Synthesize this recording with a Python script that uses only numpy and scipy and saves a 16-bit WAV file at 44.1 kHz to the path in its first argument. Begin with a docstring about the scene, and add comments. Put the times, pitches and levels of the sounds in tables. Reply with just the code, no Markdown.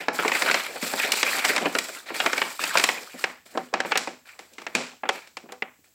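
"""Rummaging through clothes

A small room, with the pile right at a phone's microphone. For three seconds cloth rubs, its fibres
catching and slipping, and folds snap; then single objects knock and click. Soft bumps come as the pile
shifts. Low tones ring on and the walls answer over a faint hiss; gain control ducks loud snaps."""
import sys
import numpy as np
from scipy import signal
from scipy.fft import rfft, irfft
from scipy.io import wavfile
from scipy.ndimage import uniform_filter1d

SR = 44100
rng = np.random.default_rng(int(sys.argv[2]) if len(sys.argv) > 2 else 0)


def wav_record(signal):
    """Record a signal, one row per channel, as 16-bit PCM in the file named by sys.argv[1]."""
    frames = np.transpose(np.atleast_2d(signal))
    bounded = np.clip(frames, -1, 1)
    # unit amplitude maps onto the largest positive 16-bit level
    quanta = np.round(bounded * 32767).astype(np.int16)
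    wavfile.write(sys.argv[1], SR, quanta)


N = 262164

# Strokes of the hand through the cloth; flap and fizz are relative to the level.
# start_s, length_s, level_db, flap_db, fizz_db
HAND_STROKES = [(0, 0.005, -34.5, -4, -16.5), (0.128, 0.033, -36.5, -7, -1), (.19, 0.17, -31.5, -3.5, -7),
                (0.329, 0.26, -26.5, -12, -8.5), (0.628, 0.33, -39, -5, -6.5), (0.81, 0.22, -35, -5, -0.5),
                (0.975, 0.098, -27.5, -2, -12), (1.116, 0.077, -24.5, -9, -6), (1.243, 0.15, -25.5, -5, -8),
                (1.44, 0.053, -20.5, -1.5, -8.5), (1.542, 0.15, -36.5, 4.5, -9.5),
                (1.713, 0.26, -41.5, -7.5, -2), (2.056, 0.12, -40, -13, -12), (2.14, 0.33, -32.5, -6, -5.5),
                (2.48, 0.16, -53, -17, 8.5), (2.589, 0.27, -29.5, -13.5, -8.5), (2.734, 0.18, -32, -3, -4),
                (3.005, 0.18, -47, -3, -4), (3.184, 0.044, -42, -4, -2.5), (3.453, 0.2, -54.5, 1, -2.5),
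                (3.854, 0.09, -46, 2, -2.5), (4.251, 0.067, -50, -12.5, -7.5),
                (4.39, 0.4, -63.5, -1.5, -0.5), (4.741, 0.094, -41, 0.5, -19),
                (5.123, 0.028, -38.5, -3, -9.5), (5.838, 0.0078, -61, -9, -3)]
def hand_strokes(attack_s=0.0066, release_db_per_s=163):
    """Gains of body, flap and fizz: cloth slides at once and settles after the hand stops."""
    power = np.zeros((3, N))
    for start_s, length_s, level_db, flap_db, fizz_db in HAND_STROKES:
        t = np.arange(N) / SR - start_s
        pressure = np.clip(t / attack_s, 0, 1) * amp(-release_db_per_s * np.clip(t - length_s, 0, 1))
        power += np.outer(amp(level_db + np.array([0, flap_db, fizz_db])), pressure) ** 2
    return np.sqrt(power)


# Spectrum of cloth rubbing right at the microphone: frequency_hz, gain_db
CLOTH_SPECTRUM = [(35, -77), (60, -42), (227, -9), (566, -2), (1110, -5), (1340, -1.5), (1780, 0),
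                  (2470, -4), (2770, -6), (4530, -8.5), (6280, -17.5), (7570, -16.5), (11000, -21),
                  (14900, -19), (16000, -30)]
def cloth_rub(slips_per_s=1600, spread_db=1.0, flutter_db=4.5):
    """Fibres catch and slip in a dense train of tiny clicks whose force flutters with the hand."""
    body_gain, flap_gain, fizz_gain = hand_strokes()
    clicks = (rng.random(N) < slips_per_s / SR) * rng.choice([-1, 1], N)
    clicks = clicks * amp(spread_db * np.minimum(rng.exponential(1, N), 4))
    catches = unit(clicks) * amp(flutter_db * wander(47))
    friction = colour(shifting_folds(catches + rng.standard_normal(N), depth_db=2.5), CLOTH_SPECTRUM)
    flap = unit(band(friction, 720, "low") * amp(5.1 * wander(10.7)))  # loose cloth flaps in lumps
    body = band(friction, [900, 6000], "band")
    body = unit(body + 1.26 * resonate(body, 2380, 260))
    body = unit(body + 0.39 * creases())
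    # weave over weave: a fine dry hiss
    sliding = 0.39 * catches + 0.45 * thread_ticks() + rng.standard_normal(N) * amp(2.0 * wander(46))
    sliding = shifting_folds(sliding, depth_db=1.5, size=256)
    fizz = unit(band(colour(sliding, CLOTH_SPECTRUM), 4590, "high"))
    return flap_gain * flap + body_gain * body + fizz_gain * fizz


def shifting_folds(x, depth_db, size=512):
    """Shifting folds favour now one band, now another."""
    spectra = signal.stft(x, nperseg=size)[2]
    patches = uniform_filter1d(rng.standard_normal(spectra.shape), size=8, axis=0)
    patches = uniform_filter1d(patches, size=6, axis=1)
    return signal.istft(spectra * amp(depth_db * unit(patches)), nperseg=size)[1][:N]


def creases(per_s=130, spread_db=7.5, ring_s=0.00071, pitches=16):
    """Small creases give way at random, each ringing for a few milliseconds at its own pitch."""
    t, crackle = np.arange(600) / SR, np.zeros(N)
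    for hz in np.geomspace(1100, 4200, pitches):
        ring = t * np.exp(-t / ring_s) * np.sin(2 * np.pi * hz * t) / np.sqrt(hz)
        crackle += signal.oaconvolve(random_pulses(per_s / pitches, spread_db), ring)[:N]
    return unit(crackle)


def thread_ticks(per_s=35, spread_db=-1.0, decay_s=0.00053):
    """Now and then a single thread snags and lets go with a bright tick."""
    snags = random_pulses(per_s, spread_db)
    envelope = signal.lfilter([1], [1, -np.exp(-1 / (decay_s * SR))], snags)
    return unit(envelope * rng.standard_normal(N))


# Folds snapping at the microphone, crack relative to level: start_s, level_db, ring_hz, crack_db
FOLD_SNAPS = [(0.083, -16, 863, -11.5), (0.1888, -21, 1370, -29), (.197, -24, 1370, -28.5),
              (0.2487, -20, 920, -42), (0.279, -19.5, 2230, -8.5), (0.3176, -17.5, 2130, -11),
              (0.338, -32, 2400, -9), (0.4203, -17, 2000, -7.5), (0.4978, -16.5, 1520, -15),
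              (0.5123, -16, 2200, -6), (0.5428, -15.5, 2000, -6.5), (.826, -30, 2440, -5.5),
              (0.936, -26.5, 790, -10), (0.9983, -21, 2490, -11), (1.1194, -23.5, 2590, 8.5),
              (1.2295, -12.5, 2194, -6), (1.4495, -16, 2110, -3.5), (1.5627, -19.5, 2450, -4.5),
              (1.579, -22.5, 2110, -6), (1.657, -20, 1720, -15.5), (1.7506, -19, 1410, -9.5),
              (1.786, -20.5, 2380, -0.5), (2.104, -34.5, 890, -17), (2.2016, -17, 2640, -9.5),
              (2.261, -14.5, 2300, -8), (2.3309, -19.5, 1600, -8.5), (2.3792, -24.5, 2280, -6),
              (2.4169, -15.5, 1720, -12.5), (2.638, -23, 2680, -3), (2.754, -12, 970, -15.5),
              (2.772, -12, 2370, -4), (2.782, -20, 2400, 0), (2.7964, -18, 2210, -2),
              (2.839, -12, 1980, -1), (2.8887, -14, 2160, -10)]
def snapping_folds():
    """Each fold gives way in a burst of slips."""
    folds = np.zeros(N)
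    for start_s, *tone in FOLD_SNAPS:
        add(folds, start_s, snap(slips(length_s=0.0044), *tone))
    return folds


# Objects knocking close by; the last three columns are relative to the level.
# start_s, level_db, ring_hz, crack_db, room_send_db, modes_send_db
OBJECT_KNOCKS = [(3.2401, -15.5, 1885, -10.5, -14, -2), (3.5517, -36, 640, -26, -8, 9),
                 (3.5742, -23, 726, -11, -15.5, 10.5), (3.7385, -17, 1010, -11, -11, 1),
                 (3.8025, -19, 1660, -9, -14.5, 2), (3.848, -30, 890, -15, -5, -1),
                 (3.912, -34, 1820, -15, 0, -3), (3.9191, -15.5, 2510, -11, -11.5, -9),
                 (3.9556, -19.5, 1670, -11.5, -9, 4.5), (3.974, -23.5, 1900, 4, -11.5, -7),
                 (4.0731, -31, 940, -10, -8, 5.5), (4.3906, -42.5, 1980, -4, -6, 0),
                 (4.5822, -38, 2160, -8, -5, -4), (4.6175, -44, 1300, -6, -15, -6),
                 (4.666, -30.5, 1850, -10.5, -11.5, -19), (4.7508, -16.5, 2450, -4.5, -7.5, -5),
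                 (5.034, -29, 960, -34, -14.5, 4), (5.054, -36, 1400, -26, -4, 2),
                 (5.0898, -17.5, 3300, -6, -15, 7), (5.092, -19.5, 1110, -20, -15.5, 5.5),
                 (4.534, -70, 2440, 16, -4, -3), (5.273, -56.5, 4100, 4, -7, -3),
                 (5.3693, -34.5, 2350, -5, -13, -1), (5.4894, -48.5, 1290, -26, 0, -3),
                 (5.521, -45.5, 1930, 2, -13.5, 12), (5.6221, -23.5, 2020, -21, -17, -1)]
def knocking_objects():
    """Brief contacts: their direct sound, and the blows they pass to the low modes and the walls."""
    knocks, to_modes, to_room = np.zeros((3, N))
    impulses = np.tile(signal.unit_impulse(4096), (3, 1))
    for start_s, *tone, room_send_db, modes_send_db in OBJECT_KNOCKS:
        add(knocks, start_s, snap(slips(length_s=0.0044), *tone))
        # summed over the whole contact, the slips reach the modes and the walls as one smooth blow
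        blow = snap(impulses, *tone, ring_share=0.083)
        add(to_modes, start_s, amp(modes_send_db) * blow)
        add(to_room, start_s, amp(room_send_db) * blow)
    return knocks, to_modes, to_room


def slips(length_s, size=4096):
    """A burst of quick slips as three drives: longest for the thud, then the body, then the crack."""
    t = np.arange(size) / SR
    release = np.exp(-(t / length_s) ** 2 * 0.36) + 0.27 * np.exp(-t / 0.012)
    force = (1 - np.exp(-t / 0.00029)) * release
    forces = np.array([force + 0.27 * np.exp(-t / 0.016), force, force * np.exp(-t / 0.01)])
    return forces * rng.standard_normal((3, size)) * amp(2.8 * rng.standard_normal(size))


# Spectrum of a snap or knock at close range: frequency_hz, gain_db
SNAP_SPECTRUM = [(50, -46.5), (120, -24), (250, -3), (600, 1.5), (1200, 2), (2400, 3), (3300, -2.5),
                 (5000, -6), (8000, -15.5), (10000, -17), (16000, -24.5)]
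def snap(drives, level_db, ring_hz, crack_db, ring_s=0.0012, ring_share=0.7):
    """What a fold or an object makes of a blow: a crack, then a short ring over a low thud."""
    t = np.arange(drives.shape[1]) / SR
    thud, body, crack = (colour(drive, SNAP_SPECTRUM) for drive in drives)
    thud = band(thud, 667, "low")
    # small, stiff things and sharp blows thud less
    thud_db = -9.5 - 5 * np.log2(ring_hz / 1800) - 0.19 * (level_db + 20)
    body_top_hz = np.clip(2.56 * ring_hz, 1000, 3200)  # things that ring low sound duller
    body = band(body, [body_top_hz / 4.28, body_top_hz], "band")
    ring = t * np.exp(-t / ring_s) * np.sin(2 * np.pi * ring_hz * t)
    body = unit(body) + 0.34 * unit(resonate(body, ring_hz, ring_hz / 4)) + ring_share * unit(ring)
    crack_top_hz = np.clip(18000 * amp(1.01 * crack_db), 4000, SR / 2.2)  # softer contacts are duller
    crack = band(band(crack, 3490, "high"), crack_top_hz, "low", order=2)
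    sound = unit(body) + amp(thud_db) * unit(thud) + amp(crack_db) * unit(crack)
    return amp(level_db) * sound * np.sqrt(0.012 * SR / len(t))  # level: the body's energy over 12 ms


# Soft bumps close by as the pile shifts: start_s, level_db, pitch_hz
PILE_BUMPS = [(0.249, -17, 438), (0.828, -25, 250), (1.655, -15, 285), (1.751, -20.5, 384),
              (2.116, -32, 333), (3.142, -33, 253), (3.729, -31, 485), (4.749, -21, 242),
              (4.777, -25.5, 247.5), (5.438, -42.5, 242), (5.457, -44.5, 339), (5.522, -33.5, 497),
              (5.788, -57, 147)]
def soft_bumps(rise_s=0.00093, decay_s=0.016):
    """Padded blows, each one damped low swing with a dull puff."""
    t, bumps = np.arange(SR // 8) / SR, np.zeros(N)
    swell = (1 - np.exp(-t / rise_s)) * np.exp(-t / decay_s)
    for start_s, level_db, hz in PILE_BUMPS:
        puff = unit(band(rng.standard_normal(len(t)), [0.61 * hz, 2.5 * hz], "band", order=2))
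        bump = swell / swell.max() * (0.61 * np.sin(2 * np.pi * hz * t) + 0.52 * puff)
        add(bumps, start_s, amp(level_db) * band(bump, 0.62 * hz, "high"))
    return bumps


# A low room resonance and two hollow tones that ring after each blow: pitch_hz, relative_db, t60_s
LOW_MODES = [(248.2, -19, 0.4), (564, -5.5, 0.1), (765.4, 0, 0.13)]
def low_ring(x):
    """Every blow sets the same few low modes ringing."""
    t = np.arange(SR // 3) / SR
    rings = [amp(db - 60 * t / t60) * np.sin(2 * np.pi * hz * t) for hz, db, t60 in LOW_MODES]
    return signal.oaconvolve(x, 0.0067 * sum(rings))[:N]


# Decay of the small room: frequency_hz, t60_s
ROOM_DECAY = [(150, 0.31), (400, 0.21), (1000, 0.3), (2800, 0.35), (7300, 0.42), (15000, 0.32)]
# Tone of its reflections at the microphone: frequency_hz, gain_db
ROOM_SPECTRUM = [(100, 14.5), (300, 11), (700, 9), (2000, 2), (7500, 3), (14000, -5.5)]
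def small_room(x, first_echo_s=0.0054, echoes_per_s=3000):
    """Scattered reflections off near walls, each band dying at its own speed."""
    size = SR // 2
    echoes = rng.choice([-1., 1.], size) * (rng.random(size) < echoes_per_s / SR)
    echoes *= np.arange(size) > first_echo_s * SR
    hz, t, spectra = signal.stft(echoes, SR, nperseg=256)
    decay = amp(-60 * t / curve(ROOM_DECAY, hz)[:, None])
    tail = signal.istft(spectra * decay, SR, nperseg=256)[1]
    return signal.oaconvolve(x, colour(tail / np.linalg.norm(tail), ROOM_SPECTRUM))[:N]


# Noise floor at the microphone: frequency_hz, gain_db
HISS_SPECTRUM = [(30, -28.5), (70, 4.5), (150, 1), (300, -1), (1000, -13.5), (2500, -10.5), (7700, -7.5),
                 (9000, -14.5), (16000, -4.5)]
def faint_hiss(level_db=-63):
    """Steady noise behind everything."""
    return amp(level_db) * unit(colour(rng.standard_normal(N), HISS_SPECTRUM))


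def amp(db):
    return 10 ** (np.asarray(db) / 20)


def unit(x):
    return x / np.sqrt(np.mean(x ** 2) + 1e-20)


def curve(points, hz):
    """Joins (frequency_hz, value) points by lines on a log frequency axis."""
    frequencies, values = np.transpose(points)
    return np.interp(np.log(hz + 1), np.log(frequencies + 1), values)


def add(mix, start_s, sound):
    part = mix[round(start_s * SR):][:len(sound)]
    part += sound[:len(part)]


def colour(x, spectrum, size=2048):
    """Causal filter with the given spectrum, so that attacks stay sharp."""
    log_gain = np.log(amp(curve(spectrum, abs(np.fft.fftfreq(size, 1 / SR)))))
    taps = np.fft.ifft(np.exp(np.conj(signal.hilbert(log_gain)))).real
    return signal.oaconvolve(x, taps[:size // 2])[:len(x)]


def band(x, hz, kind, order=3):
    return signal.sosfilt(signal.butter(order, hz, kind, fs=SR, output="sos"), x)


def resonate(x, hz, width_hz):
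    return signal.lfilter(*signal.iirpeak(hz, hz / width_hz, fs=SR), x)


def wander(rate_hz):
    """Smooth random motion of rms 1 that changes about rate_hz times a second."""
    rolloff = 1 + (np.fft.rfftfreq(N, 1 / SR) / rate_hz) ** 4
    return unit(irfft(rfft(rng.standard_normal(N)) / rolloff, N))


def random_pulses(per_s, spread_db):
    """Impulses of uneven size at random times."""
    return (rng.random(N) < per_s / SR) * amp(spread_db * np.minimum(rng.exponential(1, N), 3))


def scene():
    """Cloth, folds, bumps and knocks at the microphone, the room behind them, and a faint hiss."""
    folds = snapping_folds()
    bumps = soft_bumps()
    knocks, to_modes, to_room = knocking_objects()
    rub = cloth_rub()
    ringing = low_ring(to_modes + 0.47 * folds + 0.055 * rub + 0.54 * bumps)
    walls = small_room(to_room + amp(-13) * folds + amp(-20) * (rub + bumps))
    return (rub + folds + knocks + bumps + ringing + walls + faint_hiss())[None]


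def record(dry, threshold_db=-21, squeeze=0.41, peak_fall_db_per_s=130, top_hz=16200):
    """The phone's microphone port rings in the treble; gain control ducks loud snaps; the top is cut."""
    mic = dry[0] + 1.26 * resonate(dry[0], 7640, 770)
    power_db = 10 * np.log10(abs(uniform_filter1d(mic ** 2, size=130)) + 1e-12)
    fall_db = np.arange(N) / SR * peak_fall_db_per_s
    peak_db = np.maximum.accumulate(power_db + fall_db) - fall_db
    over_db = np.maximum(peak_db - threshold_db, 0)
    ducked = mic / amp(squeeze * uniform_filter1d(over_db, size=60))
    lowpass = signal.firwin(401, top_hz, window=("kaiser", 8), fs=SR)
    return signal.oaconvolve(ducked, lowpass, "same")[None]


dry = scene()
out = record(dry)
wav_record(out)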